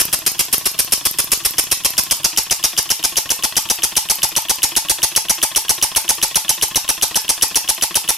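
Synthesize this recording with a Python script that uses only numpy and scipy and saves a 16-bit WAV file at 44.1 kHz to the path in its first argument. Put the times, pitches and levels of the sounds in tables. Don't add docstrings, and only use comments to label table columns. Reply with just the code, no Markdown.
import sys
import numpy as np
from scipy import signal
from scipy.fft import rfft, irfft, next_fast_len
from scipy.io import wavfile
from scipy.ndimage import uniform_filter1d, map_coordinates

SR = 44100
rng = np.random.default_rng(int(sys.argv[2]) if len(sys.argv) > 2 else 0)


def transcribe(u):
    v = np.clip(np.atleast_2d(u).T, -1, 1)
    q = np.round(v * 32767).astype(np.int16)
    wavfile.write(sys.argv[1], SR, q)


N = 360297

# start in seconds, relative level in dB, length in ms.
PUFFS = [(-0.006, -11.5, 27.8), (0.1276, -11, 21.3), (0.2634, -10.5, 20), (0.3918, -11.5, 22.5),
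         (0.5269, -11, 21), (0.6554, -11.5, 21), (0.7894, -11, 18.8), (0.9215, -10, 19),
         (1.0528, -10.5, 20.3), (1.1857, -11.5, 21.3), (1.3173, -11, 22.6), (1.4487, -11.5, 21.2),
         (1.582, -10, 19.5), (1.7133, -10.5, 19.6), (1.847, -9.5, 19), (1.979, -10, 20.7),
         (2.1101, -9.5, 18.3), (2.2434, -10, 18.7), (2.3732, -10.5, 20.5), (2.5087, -10.5, 21.5),
         (2.6385, -10.5, 20), (2.7762, -11, 20), (2.9022, -11, 20), (3.0384, -11.5, 20.2),
         (3.1677, -11.5, 22.5), (3.3023, -11.5, 20), (3.435, -11, 20.5), (3.5663, -10.5, 19.7),
         (3.6992, -11, 20.3), (3.832, -10.5, 20), (3.9648, -10, 18.5), (4.098, -11.5, 21.7),
         (4.2299, -10.5, 19.8), (4.3634, -10.5, 20), (4.4952, -9.5, 19.2), (4.6306, -10, 19.7),
         (4.7635, -9, 19.7), (4.8958, -10.5, 22.4), (5.0294, -10, 20), (5.1613, -9.5, 19.7),
         (5.2952, -9.5, 19.4), (5.427, -9.5, 19.2), (5.5595, -10, 21.2), (5.693, -9.5, 20.5),
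         (5.8248, -10, 20.4), (5.96, -10, 19.8), (6.09, -10.5, 22), (6.226, -10, 20), (6.3559, -9.5, 19.4),
         (6.4916, -10.5, 18.4), (6.6228, -10, 19.3), (6.7569, -10, 19.5), (6.8893, -10, 19.4),
         (7.023, -10, 20.2), (7.1554, -10.5, 20.3), (7.2907, -11, 20), (7.422, -10, 18.6),
         (7.5563, -10, 19.8), (7.6874, -10.5, 20.8), (7.822, -11, 20.6), (7.9541, -10.5, 20.4),
         (8.0877, -10.5, 21), (8.2205, -10.5, 20)]
# time in seconds, place (0 valve side, 1 corner, 2 flywheel side),
# treble lift in dB.
WALK = [(0, 0.1, 1), (1.4, 0.077, 1), (1.9, 0.41, 0.61), (2.3, 0.85, 0), (3, 1, 0.59), (3.6, 1.42, 0.77),
        (4.4, 2, 1), (8.2, 1.98, 0.77)]
SPIT_LEAD_S, KNOCK_LEAD_S, TICK_LEAD_S = .073, .042, .0104


def hiss():
    # frequency in Hz, level in dB.
    at_valve = [(880, -36), (1500, -14), (3220, -9.5), (4240, -9), (5440, -4), (6630, -9), (7240, -3.5),
                (8000, -8), (8490, -4.5), (10100, -5), (10800, 4), (11700, -6.5), (12600, 5), (13400, -4),
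                (16000, -30)]
    at_corner = [(880, -52), (1500, -26), (2940, -4.5), (4240, -9), (5070, 3.5), (6430, -2), (7540, -7.5),
                 (10000, -4.5), (11400, -5.5), (13700, -11.5), (16000, -30)]
    at_wheel = [(880, -24), (1500, -20.5), (2560, -11.5), (4200, -5.5), (4500, -7.5), (5330, -2.5),
                (5830, -1), (6560, -6.5), (7240, -11), (8080, -4), (9560, -8), (10700, 0), (12100, -10),
                (13700, -12.5), (16000, -17)]
    at_walls = [(800, -12), (1500, -18.5), (2700, -5), (4000, -5.5), (5500, 1.5), (7500, -4.5),
                (10500, -2.5), (13000, -3.5), (15000, -15.5), (16500, -40)]
    # centre in Hz, width in Hz, lift in dB.
    valve_cavities = [(2650, 430, 7.5), (3290, 210, 6.5), (5280, 390, 6), (6500, 91, 0), (7800, 210, 1),
                      (8700, 160, 8), (9650, 270, 7.5), (10950, 230, -1.5), (12300, 220, -1),
                      (12600, 150, -20)]
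    wheel_cavities = [(2860, 100, -6), (4880, 46, -3), (5200, 37, -10), (5820, 240, 5.5), (6470, 133, 8.5),
                      (7850, 240, 1.5), (9060, 270, 2), (10130, 850, 4.5), (13060, 200, 5), (13300, 170, 6)]
    # frequency in Hz, left-right correlation.
    likeness = [(1000, 0.074), (2500, 0.5), (5500, 0.82), (7200, 0.68), (10500, 0.72), (12000, 0.7),
                (13000, 0.66), (15000, 0.48)]
    # frequency in Hz, phase lead of the left channel in radians.
    left_lead = [(3400, -0.34), (5000, -0.13), (7000, -0.26), (9000, -0.66), (10200, -1.4), (11400, -0.22),
                 (12000, -1.5), (13000, -0.72), (16000, 0.3)]

    def mid_side(hz):
        angle = np.arccos(np.clip(along(likeness, hz), -1, 1)) / 2
        return [np.cos(angle), np.sin(angle)]

    noise = rng.standard_normal((2, N))
    place, jet = place_at(np.arange(N) / SR), 0
    sides = [(at_valve, valve_cavities), (at_corner, wheel_cavities), (at_wheel, wheel_cavities)]
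    for k, (colour, cavities) in enumerate(sides):
        mid, side = filtered(
            noise, lambda hz: amp(along(colour, hz)) * cavity_gain(cavities, hz) * mid_side(hz))
        nearness = np.clip(1 - np.abs(place - k), 0, 1)
        jet = jet + nearness * unit(np.array([mid + side, mid - side]))
    jet = filtered(jet, lambda hz: np.exp(.5j * along(left_lead, hz) * np.array([[1], [-1]])))
    air = flow(rise_s=.00054, fall_s=.0018, tilt_db=-.89) * flutter(rate_hz=350, depth_db=1.34)
    return jet * air, amp(-1.38) * air * coloured(noise[0], at_walls)


def flow(rise_s, fall_s, tilt_db):
    out, t = np.zeros(N), np.arange(SR // 20) / SR
    for s, db, ms in PUFFS:
        opening = 1 - np.exp(-t / rise_s)
        shutting = np.exp(-np.maximum(t - ms / 1000 + fall_s, 0) / fall_s)
        add(out, s - .0004, amp(db + tilt_db * t * 1000 / ms) * opening * shutting)
    return out


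def flutter(rate_hz, depth_db):
    knots = rng.standard_normal(int(N * rate_hz / SR) + 4)
    return amp(depth_db * map_coordinates(knots, [np.arange(N) * rate_hz / SR]))


def cavity_gain(cavities, hz):
    return amp(sum(db / (1 + (2 * (hz - centre) / width) ** 2) for centre, width, db in cavities))


def low_rumble():
    # frequency in Hz, level in dB.
    colour = [(20, -28), (60, -2.5), (150, -1.5), (400, 0), (870, -0.5), (1500, -1.5), (2500, -3),
              (4000, -20), (6000, -120)]
    noise = coloured(rng.standard_normal((2, N)), colour)
    thump, t = np.zeros(N), np.arange(SR // 10) / SR
    for s, db, ms in PUFFS:
        progress = t * 1000 / ms
        swing = np.where(progress < 1, 1.32 * progress ** 2.7 - .4, -.25 * np.exp((1 - progress) / .34))
        add(thump, s, amp(db - 17) * swing)
    thump = filtered(thump, lambda hz: 1 / (1 + 1j * hz / 160) ** 2)
    bursts = flow(rise_s=.0011, fall_s=.0013, tilt_db=3.1) * [flutter(250, 1.4), flutter(250, 1.5)]
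    return amp([[-12.5], [-14.5]]) * noise * bursts + amp([[-.8], [.8]]) * thump


def pipe():
    pitches = (1103, 876.6)
    levels = (-36.5, -28.5, -22.5)
    out = np.zeros(N)
    for (s, db), (_, _, ms) in zip(each_turn(0, levels, scatter_db=1.5), PUFFS):
        hz = np.interp(place_at(s), [.3, .9], pitches)
        column = [(hz, 0, .055), (hz * .94, -11, .045), (hz * 1.08, -11, .04)]
        add(out, s + ms / 1000 + .001, amp(db + 6.5) * ring(column, .0012, .5, detune=.003))
        add(out, s + .003, amp(db - 7) * ring(column, .001, 1.5))
        add(out, s - SPIT_LEAD_S + .001, amp(db - 6) * ring(column, .002, 1.2, detune=.006))
    return out


def solenoid():
    # frequency in Hz, level in dB, seconds to fall 60 dB.
    plunger = [(2620, -12, .03), (3050, -1, .05), (3330, -5, .04), (3600, -12, .03), (1700, -22, .02)]
    levels = (-31.5, -17.5, -15.5)
    out, t = np.zeros(N), np.arange(SR // 20) / SR
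    seating = 1 - .78 / (1 + np.exp(-(t - .0033) / .000052))
    for s, db in each_turn(TICK_LEAD_S, levels, scatter_db=.7):
        add(out, s, amp(db + 4) * ring(plunger, .0006, .61, detune=.0053) * seating)
        add(out, s + .0038, amp(.36 * db - 19.5) * ring(plunger, .000095, 2))
        click = np.diff(rng.standard_normal(len(t) + 1))
        add(out, s, amp(.33 * db - 19.5 - 60 * t / .032) * click)
    return out


def crank():
    # frequency in Hz, level in dB, seconds to fall 60 dB.
    case_modes = [(174, -8, 0.047), (326.3, -11, 0.15), (682, -1.5, 0.024), (1050, -1, 0.052),
                  (1820, -2, 0.034), (2617, 6, 0.02), (3006, 2, 0.021), (3398, 13.5, 0.012),
                  (4150, 2.5, .02)]
    levels = (-22.3, -21.5, -20)
    thud_modes = [(140, -1.5, .043), (258, -3, .03)]
    out, t = np.zeros(N), np.arange(SR // 20) / SR
    for s, db in each_turn(KNOCK_LEAD_S, levels, scatter_db=.9):
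        add(out, s - .011, amp(db - 9.5) * ring(case_modes[5:7], .001, 1.7, detune=.034))
        for late_s, blow_db in ((-.003, 2), (-.0008, -6.5), (.0015, 0), (.006, -6.5), (.014, -9.5)):
            at = s + late_s + rng.normal(0, .0006)
            add(out, at, amp(db - 12 + blow_db) * ring(case_modes, .001, 1.67, detune=.047))
            clatter = uniform_filter1d(rng.standard_normal(len(t)), size=4)
            add(out, at, amp(db - 5 + blow_db - 60 * t / .029) * clatter)
        add(out, s + .0188, amp(-30.5 - 4.3 * place_at(s)) * ring(thud_modes, .0022, 1.3))
    return out


def spit():
    # frequency in Hz, level in dB.
    spray = [(1500, -60), (3000, -11), (4500, -26), (9500, -16), (11400, 1.5), (12400, -5), (13500, 6),
             (15000, -21)]
    levels = (-16.5, -26.5, -25)
    gate, thump, t = np.zeros(N), np.zeros(N), np.arange(SR // 50) / SR
    burst = amp(-60 * t / .037) * (.15 + .93 / (1 + np.exp((t - .003) / .0005)))
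    pulse = (1 - t / .00081) * np.exp(-t / .00093) * (1 - np.exp(-t / .000082))
    for s, db in each_turn(SPIT_LEAD_S, levels, scatter_db=3.5):
        nearness = np.clip(1 - place_at(s), 0, 1)
        add(gate, s - .0013, amp(db + .5) * burst)
        add(thump, s - .001, -nearness * amp(db + .5) * pulse)
    return gate * coloured(rng.standard_normal(N), spray) + thump


def ring(modes, attack_s, scatter_db, detune=.01):
    t = np.arange(SR // 20) / SR
    tones = 0
    for hz, db, t60 in modes:
        decay = amp(db + rng.normal(0, scatter_db) - 60 * t / t60)
        tones = tones + decay * np.sin(2 * np.pi * hz * rng.normal(1, detune) * t)
    return tones * (1 - np.exp(-t / attack_s))


def each_turn(lead_s, levels_db, scatter_db):
    times = np.transpose(PUFFS)[0] - lead_s
    levels = np.interp(place_at(times), range(len(levels_db)), levels_db)
    return zip(times, levels + scatter_db * rng.standard_normal(len(times)))


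def place_at(s):
    times, places, _ = np.transpose(WALK)
    return np.interp(s, times, places)


def treble_drift(x):
    times, _, lift_db = np.transpose(WALK)
    gain = amp(np.interp(np.arange(N) / SR, times, lift_db))
    treble = filtered(x, lambda hz: 1 / (1 + (8000 / (hz + 1)) ** 8))
    return x + (gain - 1) * treble


def room(x, hold_s):
    # frequency in Hz, seconds to fall 60 dB, level in dB,
    # share that reaches the other channel.
    walls = [(100, 0.36, -10, 0.3), (526, 0.27, -7.5, 0.28), (980, 0.46, -2.5, 0.51),
             (2550, 0.32, -4.5, 0.39), (4740, 0.33, -3.5, 0.054), (9300, 0.29, -3, 0.01),
             (14100, 0.29, -4, 0.013)]
    out, step = np.zeros((2, N + SR)), np.arange(N) / SR / hold_s
    for k in range(int(step[-1]) + 2):
        hz, t, bands = signal.stft(rng.standard_normal((2, SR // 3)), SR, nperseg=256)
        tail = signal.istft(bands * amp(-60 * t / along(walls, hz)[:, None]), SR, nperseg=256)[1]
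        tail *= 1 - np.exp(-np.arange(tail.shape[1]) / SR / .0033)
        span = np.flatnonzero(np.abs(step - k) < 1)
        part = x[span] * np.cos(np.pi / 2 * (step[span] - k))
        wet = signal.fftconvolve(part[None], tail / np.linalg.norm(tail[0]), axes=1)
        out[:, span[0]:][:, :wet.shape[1]] += wet
    out = filtered(out[:, :N], lambda hz: amp(along(walls, hz, column=2)))
    return out + filtered(out[::-1], lambda hz: along(walls, hz, column=3))


def background():
    # frequency in Hz, level in dB.
    colour = [(20, -6), (60, -25), (300, -5), (1000, 11), (4000, 7), (15000, -11)]
    return amp(-46.5) * coloured(rng.standard_normal((2, N)), colour)


def amp(db):
    return 10 ** (np.asarray(db) / 20)


def unit(x):
    return x / np.sqrt(np.mean(x ** 2) + 1e-20)


def along(points, hz, column=1):
    columns = np.transpose(points)
    return np.interp(np.log(hz + 1), np.log(columns[0] + 1), columns[column])


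def filtered(x, response):
    size = next_fast_len(N + SR // 2)
    return irfft(rfft(x, size) * response(np.fft.rfftfreq(size, 1 / SR)), size)[..., :N]


def coloured(noise, colour):
    return unit(filtered(noise, lambda hz: amp(along(colour, hz))))


def add(track, s, sound):
    k = round(s * SR)
    part = sound[max(-k, 0):][:max(N - max(k, 0), 0)]
    track[max(k, 0):][:len(part)] += part


def scene():
    jet, jet_to_walls = hiss()
    pings = pipe()
    metal = solenoid() + spit() + crank()
    rush = background()
    direct = jet + pings * amp([[1.1], [-1.1]]) + metal * amp([[.8], [-.8]])
    reverb = room(jet_to_walls + .51 * metal + .11 * pings, hold_s=.3)
    return treble_drift(direct + reverb) + low_rumble() + rush


def record(dry):
    ceiling, rolloff_hz, top_hz = .92, 15200, 15900
    rounded = dry / (1 + np.abs(dry / ceiling) ** 5) ** (1 / 5)
    return filtered(rounded, lambda hz: (hz < top_hz) / (1 + (hz / rolloff_hz) ** 24))


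dry = scene()
out = record(dry)
transcribe(out)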